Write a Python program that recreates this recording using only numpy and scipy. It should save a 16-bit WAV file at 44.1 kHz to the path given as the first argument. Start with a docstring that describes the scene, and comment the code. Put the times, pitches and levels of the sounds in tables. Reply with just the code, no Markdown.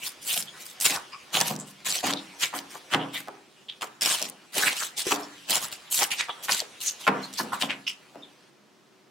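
"""In a small kitchen a knife saws twice across a metal tray of crisp baked pastry, close to the microphone.
Brittle fracture: each bite crushes a swarm of tiny flakes as decaying clicks, with a few loud snaps.
Friction: slips of the blade excite short resonances as squeaks, and its flat hisses along the cut.
Impact: the blade knocks through to the tray, which rests on a towel and rings in damped modes.
Dense decaying noise reflections form the reverberation, over faint steady room noise."""
import sys
import numpy as np
from scipy import signal
from scipy.fft import rfft, irfft, next_fast_len
from scipy.io import wavfile
from scipy.ndimage import uniform_filter1d

SR = 44100
rng = np.random.default_rng(int(sys.argv[2]) if len(sys.argv) > 2 else 0)


def bounce(signal):
    """Save signal as a 16-bit WAV file at the path given by the first command-line argument."""
    frames = np.transpose(np.atleast_2d(signal))
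    limited = np.clip(frames, -1, 1)
    pcm = np.round(limited * 32767).astype(np.int16)
    wavfile.write(sys.argv[1], SR, pcm)


N = 401310  # samples


def gain_of(db):
    """Logarithmic level: converts decibels to amplitude."""
    return 10 ** (np.asarray(db) / 20)


def evened(x):
    """Normalisation: scales a signal to rms 1."""
    return x / np.sqrt(np.mean(x ** 2) + 1e-20)


def read(points, hz, axis=1):
    """Interpolation along log frequency of one column of a table."""
    columns = np.transpose(points)
    return np.interp(np.log(hz + 1), np.log(columns[0] + 1), columns[axis])


def add(mix, s, sound):
    """Superposition: adds a sound to the mix at time s."""
    part = mix[max(round(s * SR), 0):][:len(sound)]
    part += sound[:len(part)]


def filtered(x, response):
    """Linear filtering: multiplies the spectrum by a response given as a function of Hz."""
    size = next_fast_len(x.shape[-1] + SR // 20)
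    spectrum = rfft(x, size) * response(np.fft.rfftfreq(size, 1 / SR))
    return irfft(spectrum, size)[..., :x.shape[-1]]


def steadied(x, span_s):
    """Power levelling: evens out stretches of about span_s and keeps the finer grain."""
    size = max(int(span_s * SR), 2)
    power = uniform_filter1d(uniform_filter1d(x ** 2, size), size)
    return x / np.sqrt(abs(power) + 1e-9)


def ping(hz, cycles, t):
    """Damped oscillation: a sine that falls to 1/e in the given number of cycles."""
    return np.sin(2 * np.pi * hz * t) * np.exp(-hz * t / cycles)


def hump(f, hz, octaves):
    """Broad resonance: a smooth peak around hz on a log frequency axis."""
    return (1 + (np.log2((f + 1) / hz) / octaves) ** 2) ** -2


def patchy(x, depth_db, frames, bins):
    """Local resonance: smooth random gains over time and frequency, as the blade moves over the crust."""
    z = signal.stft(x, SR, nperseg=256)[2]
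    patches = rng.standard_normal(z.shape)
    for axis, size in [(0, bins), (1, frames)] * 2:
        patches = uniform_filter1d(patches, max(round(size), 1), axis)
    return signal.istft(z * gain_of(depth_db * evened(patches)), SR)[1][:N]


# Spectrum of the still air of the room. Each row: frequency in Hz, relative density in dB per Hz.
AIR_SPECTRUM = [(18, -71), (30, -52), (118, -15), (134, -2.5), (174, -9), (210, -1.5), (252, -8), (384, -2),
                (415, -8.5), (554, -10.5), (1590, -16.5), (5740, -23), (16000, -40.5)]
HUSH_DB = -57.5  # rms level ahead of the microphone


def hush(apart):
    """Stationary noise: faint room noise, mostly shared by both sides; apart is the unshared amplitude."""
    noise = rng.standard_normal(N) + apart * rng.standard_normal((2, N))
    return gain_of(HUSH_DB) * evened(filtered(noise, lambda f: gain_of(read(AIR_SPECTRUM, f))))


def reflections(x, fade_db):
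    """Diffuse reflection: dense echoes, different at each ear; fade_db(Hz, s) is their decay."""
    hz, t, z = signal.stft(rng.standard_normal((2, SR)), SR, nperseg=256)
    fade = gain_of(fade_db(hz[:, None], t))
    fade = fade / np.sqrt(np.mean(fade ** 2, axis=-1, keepdims=True))  # each band at energy 1
    tail = signal.istft(z * fade, SR)[1] / np.sqrt(SR)
    return signal.fftconvolve(x[None], tail, axes=1)[:, :N]


# Reverberation time of the kitchen. Each row: frequency in Hz, time to fall by 60 dB in seconds.
ROOM_DECAY = [(150, 0.13), (400, 0.23), (1000, 0.49), (2800, 0.3), (7000, 0.41), (15000, 0.13)]
# Strength of the reverberation. Each row: frequency in Hz, gain in dB.
ROOM_GAIN = [(150, -19.5), (500, -7.5), (1500, -9.5), (4000, -16), (8000, -19), (15000, -27.5)]


def kitchen(x):
    """Reverberant decay: the walls answer, weaker at the very start; each frequency dies at its own rate."""
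    tail = reflections(x, lambda f, t: -60 * t / read(ROOM_DECAY, f) - 20 * np.exp(-t / 0.00062))
    return filtered(tail, lambda f: gain_of(read(ROOM_GAIN, f)))


# Modes of the loaded tray. Each row: frequency in Hz, relative level in dB, time to fall by 60 dB in seconds.
TRAY_MODES = [(128.3, 11, 0.64), (158, 10.5, 0.57), (189.4, 2.5, 0.85), (210.4, 7.5, 0.47),
              (245.6, 2.5, 0.45), (273, 3.5, 0.62), (320, 0, 0.61), (352.7, 13.5, 0.065), (401, 7.5, 0.38),
              (439.8, 7, 0.35), (675, 4, 0.37), (824, -1.5, .25), (950, -5.5, 0.22)]
# The blade meets the tray. Each row: start in seconds, relative level in dB, pitch of the knock in Hz,
# pitch of the boom in Hz, relative level of the boom in dB.
TRAY_KNOCKS = [(.368, -31.5, 675, 200, -14.5), (.859, -43.5, 1380, 190, -27), (1.372, -23, 673, 175, -17),
               (1.41, -21, 750, 205, -15), (1.507, -23.5, 781, 215, -5), (2.039, -20.5, 710, 298, -5),
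               (2.077, -28.5, 872, 260, -0.5), (2.538, -25, 1080, 303, -10), (2.754, -32, 880, 393, -23),
               (2.937, -19, 1400, 170, -14.5), (2.945, -15.5, 1160, 300, -6), (3.284, -28, 760, 368, -12.5),
               (3.828, -26.5, 1058, 435, -16), (4.218, -29, 565, 280, -9.5), (4.567, -26.5, 473, 400, -4.5),
               (5.067, -22, 418, 420, -8), (5.119, -16, 1080, 344, -8), (5.519, -28.5, 610, 400, -31),
               (6.022, -18, 1050, 401, -25.5), (6.294, -23.5, 890, 404, -29),
               (6.493, -16.5, 1250, 400, -31), (6.619, -31, 573, 432, -14.5), (7.077, -9, 1200, 460, -14),
               (7.086, -16, 980, 260, -5.5), (7.399, -19.5, 1050, 260, -9), (7.633, -23, 845, 255, -7),
               (8.157, -35, 636, 300, -7)]
KNOCK_OCTAVES, HARDNESS = 0.84, 1  # spread of a knock at 1 kHz; harder contact is both higher and broader


def knocks(blow_db, blow_s, ring_db, boom_octaves, clatter_db, clatter_s, clatter_hz):
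    """Modal excitation: a dull blow, cushioned by dough, makes the tray boom in low modes and clatter."""
    t, out = np.arange(SR // 2) / SR, np.zeros(N)
    mode_hz, mode_db, t60 = np.transpose(TRAY_MODES)[..., None]
    for s, db, hz, boom_hz, boom_db in TRAY_KNOCKS:
        octaves = KNOCK_OCTAVES * (hz / 1000) ** HARDNESS
        noise = evened(filtered(rng.standard_normal(len(t)), lambda f: hump(f, hz, octaves)))
        blow = steadied(noise, span_s=0.00086) * np.exp(-t / blow_s)
        # shaped noise stands for the many higher modes
        spread = lambda f: hump(f, 2 * boom_hz, octaves=1.75) / (1 + (f / clatter_hz) ** 4)
        clatter = evened(filtered(rng.standard_normal(len(t)), spread))
        clatter = clatter * np.exp(-(t / clatter_s) ** 2.5)
        phase, load = rng.uniform(-1.007, 1, (2, len(TRAY_MODES), 1))
        detuned_hz = mode_hz * (1 + 0.0475 * load)  # the pressing knife detunes the tray a little
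        modes = gain_of(mode_db - 60 * t / t60) * np.sin(2 * np.pi * detuned_hz * t + np.pi * phase)
        boom = (hump(mode_hz, boom_hz, boom_octaves) * modes).sum(0)  # the place struck picks the modes
        onset = 1 - np.exp(-t / 0.0037)
        ring = (gain_of(ring_db) * boom + gain_of(clatter_db) * clatter) * onset
        add(out, s, gain_of(db) * (gain_of(blow_db) * blow + gain_of(boom_db) * ring))
    return out


def tray():
    """Impact sound: the blade knocks on the tray."""
    return knocks(blow_db=0.0, blow_s=0.0088, ring_db=-9.5, boom_octaves=0.61,
                  clatter_db=-11.0, clatter_s=0.13, clatter_hz=2800)


# The flat of the blade slides along the cut, and is lifted between the two passes.
# Each row: time in seconds, relative level in dB.
SLIDE_LEVEL = [(0, -48), (.7, -46), (1.15, -48), (1.8, -50), (2.199, -45.5), (3.2, -49.5), (3.45, -56.5),
               (4.498, -53.5), (5.1, -46.5), (6.1, -46.5), (7.6, -44.5), (7.8, -51.5), (8.5, -59)]
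# Rustle of that sliding. Each row: frequency in Hz, relative density in dB per Hz.
RUSTLE_SPECTRUM = [(290, -10), (500, -5.5), (1930, -5.5), (3060, -4), (10400, -17.5), (13100, -27.5),
                   (15100, -30), (16000, -22.5)]
CRUMBS_PER_S, CRUMB_DB = 45, 18  # crumbs tick under the blade; size relative to the unfiltered hiss


def slide():
    """Sliding friction: steel glides over soft dough with an uneven hiss and crushes stray crumbs."""
    s, db = np.transpose(SLIDE_LEVEL)
    crumbs = gain_of(CRUMB_DB) * rng.standard_normal(N) * (rng.random(N) < CRUMBS_PER_S / SR)
    hiss = patchy(rng.standard_normal(N) + crumbs, depth_db=3.0, frames=15, bins=3)
    level = gain_of(np.interp(np.arange(N) / SR, s, db, right=-90))
    return level * evened(filtered(hiss, lambda f: gain_of(read(RUSTLE_SPECTRUM, f))))


# The blade rubs and squeaks in the cut. Each row: start in seconds, relative level in dB, pitch in Hz,
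# width in Hz before division by the sharpness, rise in seconds.
BLADE_RUBS = [(0.014, -39.5, 2550, 700, 0.02), (.279, -30.5, 3050, 910, 0.035),
              (0.479, -40.5, 3280, 500, 0.0017), (.91, -36.5, 1000, 700, 0.064),
              (1.131, -38.5, 1145, 176.4, 0.0063), (1.126, -43.5, 2570, 470, 0.0067),
              (1.126, -46, 4890, 400, 0.0071), (1.598, -38, 7600, 1500, 0.00086),
              (2.169, -35.5, 3780, 900, 0.004), (2.409, -29, 2400, 1145, 0.031),
              (2.97, -39.5, 3080, 600, 0.054), (3.13, -34.5, 3360, 1200, 0.036),
              (3.135, -37, 2100, 300, 0.034), (3.693, -35, 3420, 700, 0.0022),
              (4.631, -24, 1610, 500, 0.004), (4.664, -21, 2340, 1000, 0.011),
              (4.81, -33, 1340, 505, 0.0086), (5.228, -46, 5400, 600, .005),
              (6.115, -26, 2750, 887, 0.0017), (6.19, -29, 2100, 850, .018),
              (6.293, -35, 3330, 500, 0.0074), (6.845, -27.5, 6370, 1200, 0.038),
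              (7.038, -43.5, 3060, 700, 0.0041), (7.234, -38, 4260, 396, 0.0036),
              (7.379, -28.5, 4930, 2410, 0.0032), (7.527, -27, 1130, 507, 0.005),
              (7.527, -41.5, 3620, 1800, 0.0086), (7.622, -27.5, 3180, 900, 0.00082),
              (7.697, -26.5, 2450, 1410, 0.007), (7.874, -25.5, 2840, 570, 0.00089),
              (7.874, -34, 5300, 1010, 0.0052), (8.231, -45.5, 3600, 200, 0.0023)]
RUB_FALL_S = 0.019  # a squeak dies once the blade stops


def rubs(slips_per_s, hiss, sharpness):
    """Stick-slip friction: irregular slips of steel on crust excite a short-lived resonance."""
    t, out = np.arange(SR // 5) / SR, np.zeros(N)
    for s, db, hz, width, rise in BLADE_RUBS:
        slips = rng.standard_normal(len(t)) * (hiss + (rng.random(len(t)) < slips_per_s / SR))
        tone = evened(filtered(slips, lambda f: 1 / (1 + (sharpness * (f - hz) / width) ** 2)))
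        swell = np.minimum(t / rise, 1) * np.exp(-np.maximum(t - rise, 0) / RUB_FALL_S)
        add(out, s, gain_of(db) * steadied(tone, span_s=0.027) * swell)
    return out


def swarm(per_s, spread_db, slips_per_s, slip_gain, slip_s, cycles, count=18):
    """Brittle fracture: tiny cracks of many sizes and pitches, in dying avalanches set off by blade slips."""
    t, out = np.arange(SR // 100) / SR, np.zeros(N)
    slips = rng.exponential(1, N) * (rng.random(N) < slips_per_s / SR)
    decay = np.exp(-1 / (slip_s * SR))
    avalanche = 1 + slip_gain * signal.lfilter([1], [1, -decay], slips)
    for hz in np.geomspace(700, 15000, count):
        place, size, sign = rng.random((int(per_s * N / SR / count), 3)).T
        clicks = np.zeros(N)
        strength = gain_of(spread_db * np.minimum(-np.log(1 - size), 4))
        clicks[(place * N).astype(int)] = strength * np.sign(sign - .5)
        out += signal.oaconvolve(clicks * avalanche, hz * ping(hz, cycles, t))[:N]
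    # flatten the average spectrum
    hz, power = signal.welch(out, SR, nperseg=256)
    return evened(filtered(out, lambda f: np.interp(f, hz, power) ** -.5))


BITE_FROM_DB, SAG_DB_PER_S, RELEASE_DB_PER_S = -20, 15, 426.5  # start of the build-up, easing, letting go


def pressure(rise, hold):
    """Load and yield: the force of one bite builds, sags while the crust gives way, and is released."""
    t = np.arange(0, rise + hold + .2, 1 / SR)
    build_db = BITE_FROM_DB * np.maximum(1 - t / rise, 0)
    sag_db = SAG_DB_PER_S * np.clip(t - rise, 0, hold)
    release_db = RELEASE_DB_PER_S * np.maximum(t - rise - hold, 0)
    return gain_of(build_db - sag_db - release_db)


# Spectrum of the crunch. Each row: frequency in Hz, relative density in dB per Hz.
CRUNCH_SPECTRUM = [(35, -52.5), (60, -23), (180, -8.5), (553, -9), (621, -3), (682, -5), (2090, -7.5),
                   (2300, -7), (2970, -1.5), (5590, -6.5), (7750, -6), (14200, -12), (16000, -16)]
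# Bands of the deep layers, the crust and the fine flakes. Each row: lower edge in Hz, upper edge in Hz.
LAYER_BANDS = [(110, 2000), (2000, 7500), (7500, 20000)]
# The blade bites into the crust. Each row: start in seconds, build-up in seconds, hold in seconds,
# relative level of the crust in dB, deep layers in dB relative to it, fine flakes in dB relative to it.
CRUST_BITES = [ (0.0, 0.067, 0.0078, -33.5, -14.5, 1), (0.219, 0.081, 0.1, -34, -12, 7),
               (0.555, 0.059, 0.097, -46.5, -10.5, 2), (0.808, .002, 0.045, -37, -7.5, 11),
               (0.849, 0.006, 0.009, -20.5, -10, -2.5), (0.892, 0.0073, 0.055, -32.5, -1, -2.5),
               (1.327, 0.016, 0.08, -28, -0.5, -3.5), (1.446, 0.013, 0.05, -34, -5.5, 0),
               (1.667, 0.0044, 0.031, -53, -8, 3.5), (1.854, 0.0037, 0.13, -28, -11.5, -6),
               (2.038, 0.0047, 0.062, -29, 0.5, -9), (2.391, .036, 0.02, -25, -14.5, -7.5),
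               (2.543, 0.0066, 0.025, -40.5, 6, 4), (2.7, 0.0072, 0.065, -49.5, 0, -0.5),
               (2.903, 0.026, 0.0074, -33.5, 5, -11.5), (3.127, 0.017, .055, -46.5, 5.5, 5.5),
               (3.818, .002, 0.0097, -38.5, 6.5, -0.5), (4.018, 0.0019, 0.13, -23.5, -8.5, -5.5),
               (4.167, 0.031, 0.064, -34, -13, -11), (4.53, .04, 0.12, -26.5, -6, -3),
               (4.701, 0.011, .03, -35.5, -5.5, -17), (4.76, 0.0059, 0.095, -32.5, -13.5, -4),
               (4.971, 0.0088, 0.039, -29, -15.5, -5.5), (5.053, 0.027, 0.058, -27, -11.5, -6.5),
               (5.194, 0.0068, 0.022, -51.5, 2.5, 1), (5.477, 0.032, 0.063, -25.5, -5.5, -5),
               (5.606, 0.033, 0.0074, -36, 0.5, 5.5), (5.723, 0.0026, 0.0068, -35.5, -8.5, -6),
               (5.909, 0.016, 0.058, -33, -14, 9), (5.966, 0.053, 0.011, -25.5, -5, 0.5),
               (6.113, 0.0016, 0.0058, -28.5, -11, -4.5), (6.166, .036, 0.0039, -24.5, -21.5, -38),
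               (6.434, 0.0023, 0.028, -37.5, -16.5, -1.5), (6.487, 0.032, 0.017, -24.5, -9, -2),
               (6.563, 0.0059, 0.03, -31, -28, -12), (6.812, 0.0017, 0.083, -35, -23, -0.5),
               (6.991, 0.019, 0.047, -43, -6.5, -7), (7.215, 0.012, .03, -48, 5, -8),
               (7.336, 0.0015, 0.02, -41.5, -37, -9), (7.375, 0.011, .025, -40.5, -6, 4),
               (7.524, .008, 0.014, -46, 8, 4.5), (7.599, 0.019, 0.0062, -31.5, -6, -2.5),
               (7.702, 0.0054, 0.004, -44, 0, -17), (7.88, 0.0019, 0.016, -40.5, -19, -6)]


def crunch(grains):
    """Layered fracture: deep layers, crust and fine flakes break together under each bite."""
    out = np.zeros(N)
    for layer, (low_hz, high_hz) in enumerate(LAYER_BANDS):
        band = lambda f: ((1 + (low_hz / (f + 1)) ** 8) * (1 + (f / high_hz) ** 8)) ** -.5
        layer_grains = filtered(grains, lambda f: band(f) * gain_of(read(CRUNCH_SPECTRUM, f)))
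        sound = steadied(evened(layer_grains), span_s=0.032)
        force = np.zeros(N)
        for s, rise, hold, crust_db, deep_db, fine_db in CRUST_BITES:
            layer_db = crust_db + [deep_db, 0, fine_db][layer]
            add(force, s, gain_of(layer_db) * pressure(rise, hold))
        out += sound * force
    return out


FLAKES_PER_S, FLAKE_DB, FLAKE_SPREAD_DB = 19, 7.5, 6.5  # rate in a bite; level offset from the crust column
FLAKE_HZ, FLAKE_OCTAVES = 5400, 0.67  # their pitch, and its range either way
SKIN_DB = 10  # first crack as the edge breaks the skin, offset from the crust column


def flakes():
    """Random failure: the skin cracks as each bite takes hold, then lesser flakes snap at random."""
    rows = []  # as the rows of the large flakes
    for (s, rise, hold, crust_db, _, _), draws in zip(CRUST_BITES, rng.random((len(CRUST_BITES), 12, 3))):
        wait, size, pitch = draws.T
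        after = np.cumsum(-np.log(1 - wait)) / FLAKES_PER_S
        db = crust_db + FLAKE_DB + FLAKE_SPREAD_DB * (2 * size - 1) - SAG_DB_PER_S * after
        hz = FLAKE_HZ * 2 ** (FLAKE_OCTAVES * (2 * pitch - 1))
        rows.append((s + rise, crust_db + SKIN_DB, hz[-1]))
        rows += [row for row in zip(s + rise + after, db, hz) if row[0] < s + rise + hold]
    return rows


# The largest flakes snap singly. Each row: start in seconds, relative peak level in dB, pitch in Hz.
LARGE_FLAKES = [(0.3416, -12.5, 3500), (0.376, -11.5, 3220), (0.425, -13, 5130), (0.811, -5.5, 7780),
                (.854, -8.5, 2860), (.862, -4.5, 2900), (0.9231, -11, 2470), (0.9618, -13, 5370),
                (1.3527, -3, 2920), (1.3705, -6.5, 3200), (1.412, 2.5, 5900), (1.4822, -9, 6500),
                (1.563, -17.5, 6500), (1.599, -26, 7400), (1.8779, -28, 7900), (1.9244, -7, 4420),
                (2.136, -6.5, 3900), (2.4368, -7.5, 3220), (2.589, -13.5, 4540), (2.946, -2, 3030),
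                (4.2258, -6.5, 5900), (4.2982, -15.5, 8900), (4.8345, -10.5, 3870), (4.985, -11, 7400),
                (5.1233, -5, 2760), (5.5064, -1, 7760), (5.529, -5.5, 3260), (5.5555, -1.5, 7200),
                (5.649, -33, 4980), (5.944, -5, 7600), (5.9904, -9, 3350), (6.0398, -4.5, 7040),
                (6.118, -15, 2700), (6.5216, 0, 4480), (6.6028, -6, 4380), (6.87, -14, 6900),
                (6.892, -11.5, 4860), (7.3382, -18.5, 7150), (7.6228, -3.5, 3030)]


def snaps(cycles, shatter_db, shatter_s):
    """Impulsive fracture: a flake breaks with one sharp click and a spray of splinters of like pitch."""
    t, out = np.arange(SR // 50) / SR, np.zeros(N)
    for s, db, hz in LARGE_FLAKES + flakes():
        splinters = filtered(rng.standard_normal(len(t)), lambda f: hump(f, hz, octaves=0.99))
        spray = gain_of(shatter_db) * evened(splinters) * np.exp(-t / shatter_s)
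        click = ping(hz, cycles, t) * rng.choice([-1, 1])
        add(out, s, gain_of(db) * (click / abs(click).max() + spray))
    return out


def pastry():
    """Fracture and friction together: crunch, snaps, squeaks and sliding of the blade in the crust."""
    grains = swarm(per_s=11000, spread_db=4.5, slips_per_s=90, slip_gain=0.96, slip_s=0.0053, cycles=1.18)
    crackle = crunch(patchy(grains, depth_db=3.5, frames=6, bins=3))
    clicks = snaps(cycles=2.5, shatter_db=-6.5, shatter_s=0.002)
    squeaks = rubs(slips_per_s=640, hiss=0.073, sharpness=1.73)
    broken = gain_of(-1.59) * crackle + gain_of(-5.5) * clicks
    return broken + gain_of(3.5) * squeaks + gain_of(-3) * slide()


# How much the two sides differ. Each row: frequency in Hz, side level in dB relative to the middle.
SIDE_LEVEL = [(100, -25), (250, -24), (600, -11), (2500, -7), (8000, -6), (15000, -8.5)]


def scene():
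    """Directional radiation: crust and tray differ to each side, and excite the room to different degrees."""
    crust, metal = pastry(), tray()
    # a second, independent draw of the same sources makes the difference between the sides
    side = filtered(pastry() + tray(), lambda f: gain_of(read(SIDE_LEVEL, f)))
    # off the rim and the table
    scatter = gain_of(-36.5) * reflections(crust + metal, lambda f, t: -60 * t / 0.27)
    room = kitchen(crust + gain_of(-1.0) * metal)
    return crust + metal + np.array([side, -side]) + scatter + room + hush(apart=0.82)


# Every sound comes twice, a weaker copy first.
# Each row: frequency in Hz, relative level of the copy in dB, its phase lag in radians.
EARLY_COPY = [(192, -29.5, 3.07), (685, -8, 2.8), (1477, -7.5, 2.3), (3870, -6.5, 1), (7480, -7, 0.48),
              (13740, -4.5, 0.39)]
COPY_LEAD_S, EDGE_HZ = .008912, 15950  # lead of the copy; upper band limit


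def record(dry):
    """Comb interference: bass is shed, a weaker copy runs 9 ms ahead, peaks round off, the band is limited."""
    thinned = signal.sosfilt(signal.butter(2, 85, "highpass", fs=SR, output="sos"), dry)

    def copy(f):
        """Phase advance: the early copy as a complex response."""
        phase = 2 * np.pi * f * COPY_LEAD_S - read(EARLY_COPY, f, axis=2)
        return gain_of(read(EARLY_COPY, f)) * np.exp(1j * phase)

    doubled = filtered(thinned, lambda f: 1 + copy(f))
    rounded = 0.73 * np.tanh(doubled / 0.91)  # the sharpest snaps are rounded off
    band_limit = signal.firwin(511, EDGE_HZ, window=("kaiser", 9), fs=SR)
    return signal.oaconvolve(rounded, band_limit[None], "same")


dry = scene()
out = record(dry)
bounce(out)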